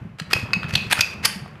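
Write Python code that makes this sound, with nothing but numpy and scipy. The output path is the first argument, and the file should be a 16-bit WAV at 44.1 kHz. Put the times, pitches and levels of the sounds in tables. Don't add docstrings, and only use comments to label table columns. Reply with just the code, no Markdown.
import sys
import numpy as np
from scipy import signal
from scipy.fft import rfft, irfft
from scipy.io import wavfile
from scipy.ndimage import uniform_filter1d

SR = 44100
rng = np.random.default_rng(int(sys.argv[2]) if len(sys.argv) > 2 else 0)


def waveform_to_disk(signal):
    frames = np.transpose(np.atleast_2d(signal))
    scaled = np.clip(frames, -1, 1) * 32767
    samples = np.round(scaled).astype(np.int16)
    wavfile.write(sys.argv[1], SR, samples)


def level_to_linear(level):
    exponent = np.asarray(level, float) / 20
    return 10 ** exponent


N = 70560
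RISE_S = 0.0012

# pitch_hz, level_db (per Hz)
RUMBLE = [(12, -43), (20, -38), (81, -1.5), (156, 0.5), (206, -1), (292, -17.5), (400, -20), (520, -37),
          (880, -120)]
# pitch_hz, level_db, time to fall 60 dB (t60_s)
FRAME = [(2556, 0.1, .065), (2505, -15, .06), (2630, -15, .04), (4720, -15, .015), (6480, -24, .03)]
# pitch_hz, level_db, t60_s
CLOSED = [(2515, 0.1, .04), (2580, -4, .05), (2450, -10, .03), (3150, -9, .018), (4680, -5, .014),
          (4830, -9, .02), (6480, -14, .015)]


def evened(x):
    return x / np.sqrt(np.mean(x ** 2) + 1e-20)


def read(points, hz):
    f, value = np.transpose(points)
    return np.interp(np.log(hz + 1), np.log(f + 1), value)


def colour(x, tone):
    hz = np.fft.rfftfreq(4096, 1 / SR)
    db = read(tone, hz) + 40 * np.log10(np.clip(hz / tone[0][0], .01, 1))
    cepstrum = irfft(np.log(level_to_linear(np.maximum(db, -100))))
    cepstrum[1:2048] *= 2
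    cepstrum[2049:] = 0
    taps = irfft(np.exp(rfft(cepstrum)))
    return signal.oaconvolve(x, taps / np.linalg.norm(taps))[:len(x)]


def hush():
    # pitch_hz, level_db (per Hz)
    hush_tone = [(300, -2), (500, -2.5), (1200, -4), (2700, -10.5), (3600, -21.5), (8000, -34.5),
                 (15000, -41)]
    # time_s, level_db
    hush_curve = [(0, -1.5), (.17, -8), (.4, 7), (1.3, 3), (1.6, -1.3)]
    t = np.arange(N) / SR
    loudness = level_to_linear(-48 + np.interp(t, *np.transpose(hush_curve)))
    return loudness * evened(colour(rng.standard_normal(N), hush_tone))


def rumble():
    # time_s, level_db
    effort = [(0, -38.5), (.15, -43), (.2, -58), (.3, -38.5), (.75, -34.5), (.95, -39.5), (1.07, -43.5),
              (1.2, -37.5), (1.6, -44)]
    t = np.arange(N) / SR
    loudness = level_to_linear(np.interp(t, *np.transpose(effort)))
    return loudness * evened(colour(rng.standard_normal(N), RUMBLE))


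def thuds():
    # start_s, peak_db, pitch_hz, time to fall 60 dB (t60_s)
    bumps = [(.014, -29.5, 145, 0.11), (.049, -27, 174, 0.11), (.211, -22, 161.7, 0.077),
             (.353, -18.5, 104, 0.073), (0.425, -18, 106, 0.1), (.564, -19.5, 170.5, 0.1),
             (.642, -15, 149.3, 0.066), (.732, -13.5, 121, 0.056), (.757, -21.5, 149, 0.087),
             (.863, -27, 118, 0.095), (.985, -18, 116, 0.079), (1.357, -24.5, 187, 0.1),
             (1.417, -27.5, 144.5, 0.14)]
    rise_s, gain_db, puff_share = 0.0045, 3, 0.33
    t, out = np.arange(N) / SR, np.zeros(N)
    puff = evened(colour(rng.standard_normal(N), RUMBLE))
    for s, db, hz, t60 in bumps:
        since = np.maximum(t - s, 0)
        swell = 1 - np.exp(-(since / rise_s) ** 2)
        fade = level_to_linear(db + gain_db - 60 * np.minimum(since, 1) / t60)
        out += swell * fade * (np.sin(2 * np.pi * hz * since) + puff_share * puff)
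    return out


def room(x):
    # pitch_hz, time to fall 60 dB (t60_s)
    decay = [(300, 0.65), (1000, 0.41), (2500, 0.49), (5000, 0.4), (9000, 0.34), (14000, 0.32)]
    gap_s = 0.0035
    out, phase = np.zeros(N), np.arange(N) / SR * 7
    for k in range(3):
        hz, t, z = signal.stft(rng.standard_normal(SR // 2), SR, nperseg=256)
        fading = z * level_to_linear(-60 * t / read(decay, hz)[:, None])
        tail = signal.istft(fading, SR, nperseg=256)[1]
        tail *= np.clip(np.arange(len(tail)) / SR / gap_s, 0, 1) ** 2
        share = np.cos(phase + k * np.pi / 3) * np.sqrt(2 / 3)
        out += signal.fftconvolve(x * share, tail / np.linalg.norm(tail))[:N]
    return out


def grit():
    size = level_to_linear(3.5 * np.minimum(rng.exponential(1, N), 4)) * rng.standard_normal(N)
    hits = rng.random(N) < 6000 / SR
    return evened(size * (0.22 + hits))


def scrapes():
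    # start_s, end_s, start_db, end_db
    slides = [(0.186, 0.201, -42, -34.5), (0.303, 0.328, -37, -34), (0.686, 0.716, -38.5, -38),
              (0.724, 0.746, -41, -24.5), (0.899, 0.926, -32.5, -18.5), (0.946, 1.004, -37.5, -31),
              (0.988, 1.002, -24.5, -33.5), (1.228, 1.252, -38.5, -19), (0.348, 0.442, -33, -47.5),
              (0.754, 0.888, -41.5, -46), (1.015, 1.143, -42, -44.5), (1.263, 1.404, -36, -51)]
    # pitch_hz, level_db (per Hz)
    scrape_tone = [(180, -37.5), (300, -7), (714, -9), (2560, 1), (3070, -6), (4000, -11), (4750, -6.5),
                   (5900, -14), (12300, -24.5), (13400, -25.5), (15000, -36)]
    t, push = np.arange(N) / SR, np.zeros(N)
    for a, b, from_db, to_db in slides:
        during = (t > a) * (t < b)
        push += level_to_linear(from_db + (to_db - from_db) * (t - a) / (b - a) * (t < b)) * during
    lumps = uniform_filter1d(rng.standard_normal(N), size=120)
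    lumps = evened(uniform_filter1d(lumps, size=120))
    rough = evened(0.8 * grit() + rng.standard_normal(N))
    return colour(uniform_filter1d(push, size=130) * level_to_linear(3 * lumps - 1.0) * rough, scrape_tone)


def ring(x, modes):
    t = np.arange(SR // 2) / SR
    body = np.zeros(len(t))
    for hz, db, t60 in modes:
        body += level_to_linear(db - 60 * t / min(t60, .22)) * np.sin(2 * np.pi * hz * t)
    return signal.oaconvolve(x, body * np.minimum(t / RISE_S / 2, 1))[:len(x)]


def knocks(rows, tone, modes, ring_room_db):
    t = np.arange(N) / SR
    noise = colour(0.57 * grit() + rng.standard_normal(N), tone)
    direct, blow, wet = np.zeros((3, N))
    for s, db, length, ring_db, room_db in rows:
        since = np.maximum(t - s, 0)
        shape = np.minimum(since / RISE_S, 1) * np.exp(-(since / max(length, .001)) ** 2.03)
        rattle = shape * noise
        burst = level_to_linear(db - 6.5) * rattle * np.linalg.norm(shape) / np.linalg.norm(rattle)
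        direct += burst
        wet += level_to_linear(room_db) * burst
        blow[round(s * SR)] += level_to_linear(db + ring_db)
    rung = ring(blow, modes)
    return np.array([direct + rung, wet + level_to_linear(ring_room_db) * rung])



def ticks():
    tick_rows = [(.352, -19, .002, -7, -9), (0.36, -24, .002, -25, -10), (0.54, -36, .002, -25, -10),
                 (.683, -26, .003, -25, -8), (.693, -27, .004, -25, -9), (.7055, -24, .003, -20, -8),
                 (.708, -19, .002, -11, -9), (.9005, -25, .003, -25, -9), (.907, -23.5, .003, -20, -9),
                 (.9885, -25, .004, -25, -9), (1.4, -31, .003, -23.5, -7.5),
                 (1.2405, -18.5, .005, -22.5, -5), (1.478, -36, .004, -23, -5.5)]
    tick_tone = [(500, -13), (1500, 0), (2200, 2.5), (3200, -6.5), (4800, -12), (6000, -18), (13300, -25.5),
                 (15000, -43.5)]
    return knocks(tick_rows, tick_tone, FRAME, -5)


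def palm():
    palm_rows = [
        (.362, -16.5, 0.005, -31, -13),
        (1.459, -28.5, 0.006, -43, -10),
        (.457, -31.5, 0.0077, -32, 3.5),
    ]
    palm_tone = [(300, -9.5), (800, -3.7), (1150, -8), (1700, -14), (14000, -57.5)]
    return knocks(palm_rows, palm_tone, FRAME, -5)


def grip():
    grip_rows = [(.309, -20.5, .007, -25, -5), (.5063, -26, .003, -23.5, -13), (.631, -13, .003, -19, -7),
                 (.641, -23.5, .006, -14, -6), (.9116, -11.5, .004, -22, -11),
                 (.970, -19, .0022, -6.5, -13), (.9777, -13.5, .0035, -24.5, -12),
                 (.9916, -9.5, .005, -24, -12.5), (1.5552, -33, 0.0023, -24, -12)]
    grip_tone = [(500, -26), (1000, -9), (1400, 7), (2000, -1.5), (2600, -8), (4700, -13.5), (6000, -30.5),
                 (13000, -39), (15000, -54)]
    return knocks(grip_rows, grip_tone, CLOSED, -3)


def catch():
    catch_rows = [
        (.1985, -16.5, 0.005, -21, -9),
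        (.185, -30.5, 0.002, -30, -10),
        (0.22, -25, 0.0021, -30, -11),
    ]
    catch_tone = [(250, -18), (800, -5), (1820, -2.5), (2800, -8), (4600, -6), (5500, -20.5), (7300, -13.5),
                  (13100, -34), (15000, -52)]
    return knocks(catch_rows, catch_tone, FRAME, -5)


def seat():
    seat_rows = [
        (.3095, -23, 0.0035, -19, -4),
        (.3205, -23.5, 0.0027, -14, -1),
        (.331, -2.5, 0.0038, -11, -12),
        (.3335, -3.5, 0.0031, -2.5, -13.5),
    ]
    seat_tone = [(150, -21), (250, -10), (1820, -1), (4300, -5.5), (5010, 1.5), (6260, -15.5), (11800, -18),
                 (13100, -14.5), (15000, -65)]
    return knocks(seat_rows, seat_tone, FRAME, -7)


def release():
    release_rows = [
        (.5327, -5.5, 0.0046, -4.5, -12.5),
        (.537, -13, 0.0028, -12.5, -5),
    ]
    release_tone = [(150, -46), (500, -23), (1400, -1), (2500, -3), (3300, -17), (4760, -3.5),
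                    (5750, -24.5), (13300, -33.5), (15000, -42)]
    # pitch_hz, level_db, t60_s
    freed = [(2562, 0.1, .07), (2510, -12, .05), (2640, -13, .04), (4760, -11, .012), (6480, -15, .018),
             (6650, -20, .015)]
    return knocks(release_rows, release_tone, freed, -8)


def drop():
    drop_rows = [
        (.7365, -22, 0.0086, -16, -12),
        (.7525, -2, 0.0018, -20.5, -15),
        (.7540, -1, 0.0045, -19.5, -10.5),
        (.764, -18.5, 0.0022, -14, -9),
        (.777, -17, 0.0025, -5, -7.5),
    ]
    drop_tone = [(150, -38.5), (250, -20.5), (1150, -12), (2480, -3.5), (4760, 0.5), (5650, -13.5),
                 (11800, -25), (12900, -23), (15000, -50.5)]
    return knocks(drop_rows, drop_tone, CLOSED, 1.5)


def slide_back():
    back_rows = [(.9115, -11, 0.0031, -26, -13.5), (.916, -16.5, 0.0026, -19.5, -9),
                 (.9265, -4.5, 0.0026, -24, -11), (.9235, -4.5, 0.004, -21.5, -12),
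                 (.9293, 0, 0.0034, -28.5, -11), (.9345, -18.5, 0.0026, -13.5, -11.5),
                 (.9405, -24.5, .002, -18.5, -12.5), (.946, -26, 0.0022, 0, -11),
                 (.956, -21.5, .003, -12, -8.5)]
    back_tone = [(150, -28), (250, -20), (1510, -4), (1670, 1), (4680, -7.5), (5550, -20.5), (9130, -11),
                 (13800, -23.5), (15000, -37)]
    return knocks(back_rows, back_tone, CLOSED, -3)


def slide_home():
    home_rows = [
        (1.0073, 0, 0.005, -5.5, -13),
        (1.0125, -13, .003, -5, -17.5),
        (1.017, -18.5, .003, -0.5, -14),
    ]
    home_tone = [(150, -61.5), (250, -32.5), (1990, -12.5), (2480, -6.5), (2900, -7.5), (5950, -6),
                 (7060, -17.5), (13100, -19.5), (15000, -56)]
    return knocks(home_rows, home_tone, CLOSED, -5)


def slide_lock():
    lock_rows = [
        (1.248, -19, 0.0035, -15, -12),
        (1.2512, -3, 0.0041, -14, -13),
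        (1.2545, -0.5, 0.0029, -13.5, -14),
        (1.257, -7, 0.0037, -13, -7),
        (1.261, -16, 0.0038, -13.5, -10),
        (1.276, -22, .003, -12, -8),
    ]
    lock_tone = [(150, -49), (500, -20.5), (950, -5), (1600, -1.5), (2100, -7), (2800, -1), (3700, -12),
                 (4900, 1), (6600, -12.5), (9300, -7), (13500, -13), (15000, -57)]
    # pitch_hz, level_db, t60_s
    slide_modes = [(950, -7, .012), (1690, -3, .015), (2300, -6, .02), (2600, -1, .014), (2900, -3, .012),
                   (4608, -3, .02), (5200, -4, .01), (6700, -10, .01), (8808, -12, .022), (9615, -12, .022),
                   (9910, -10, .018), (12900, -13, .015)]
    return knocks(lock_rows, lock_tone, slide_modes, 1.5)


def scene():
    handling = ticks() + palm() + grip()
    working = catch() + seat() + release() + drop() + slide_back() + slide_home() + slide_lock()
    direct, wet = handling + working
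    rub = scrapes()
    echoes = room(wet + level_to_linear(-11) * rub)
    return (direct + rub + echoes + thuds() + rumble() + hush())[None]


def low_pass(x):
    return signal.sosfilt(signal.butter(12, 15280, fs=SR, output="sos"), x)


def record(dry):
    limit, edge_hz = 1.1, 14300
    limited = limit * np.tanh(dry / limit)
    mix = signal.oaconvolve(limited, signal.firwin(101, edge_hz, fs=SR)[None], "same")
    return low_pass(mix)


dry = scene()
out = record(dry)
waveform_to_disk(out)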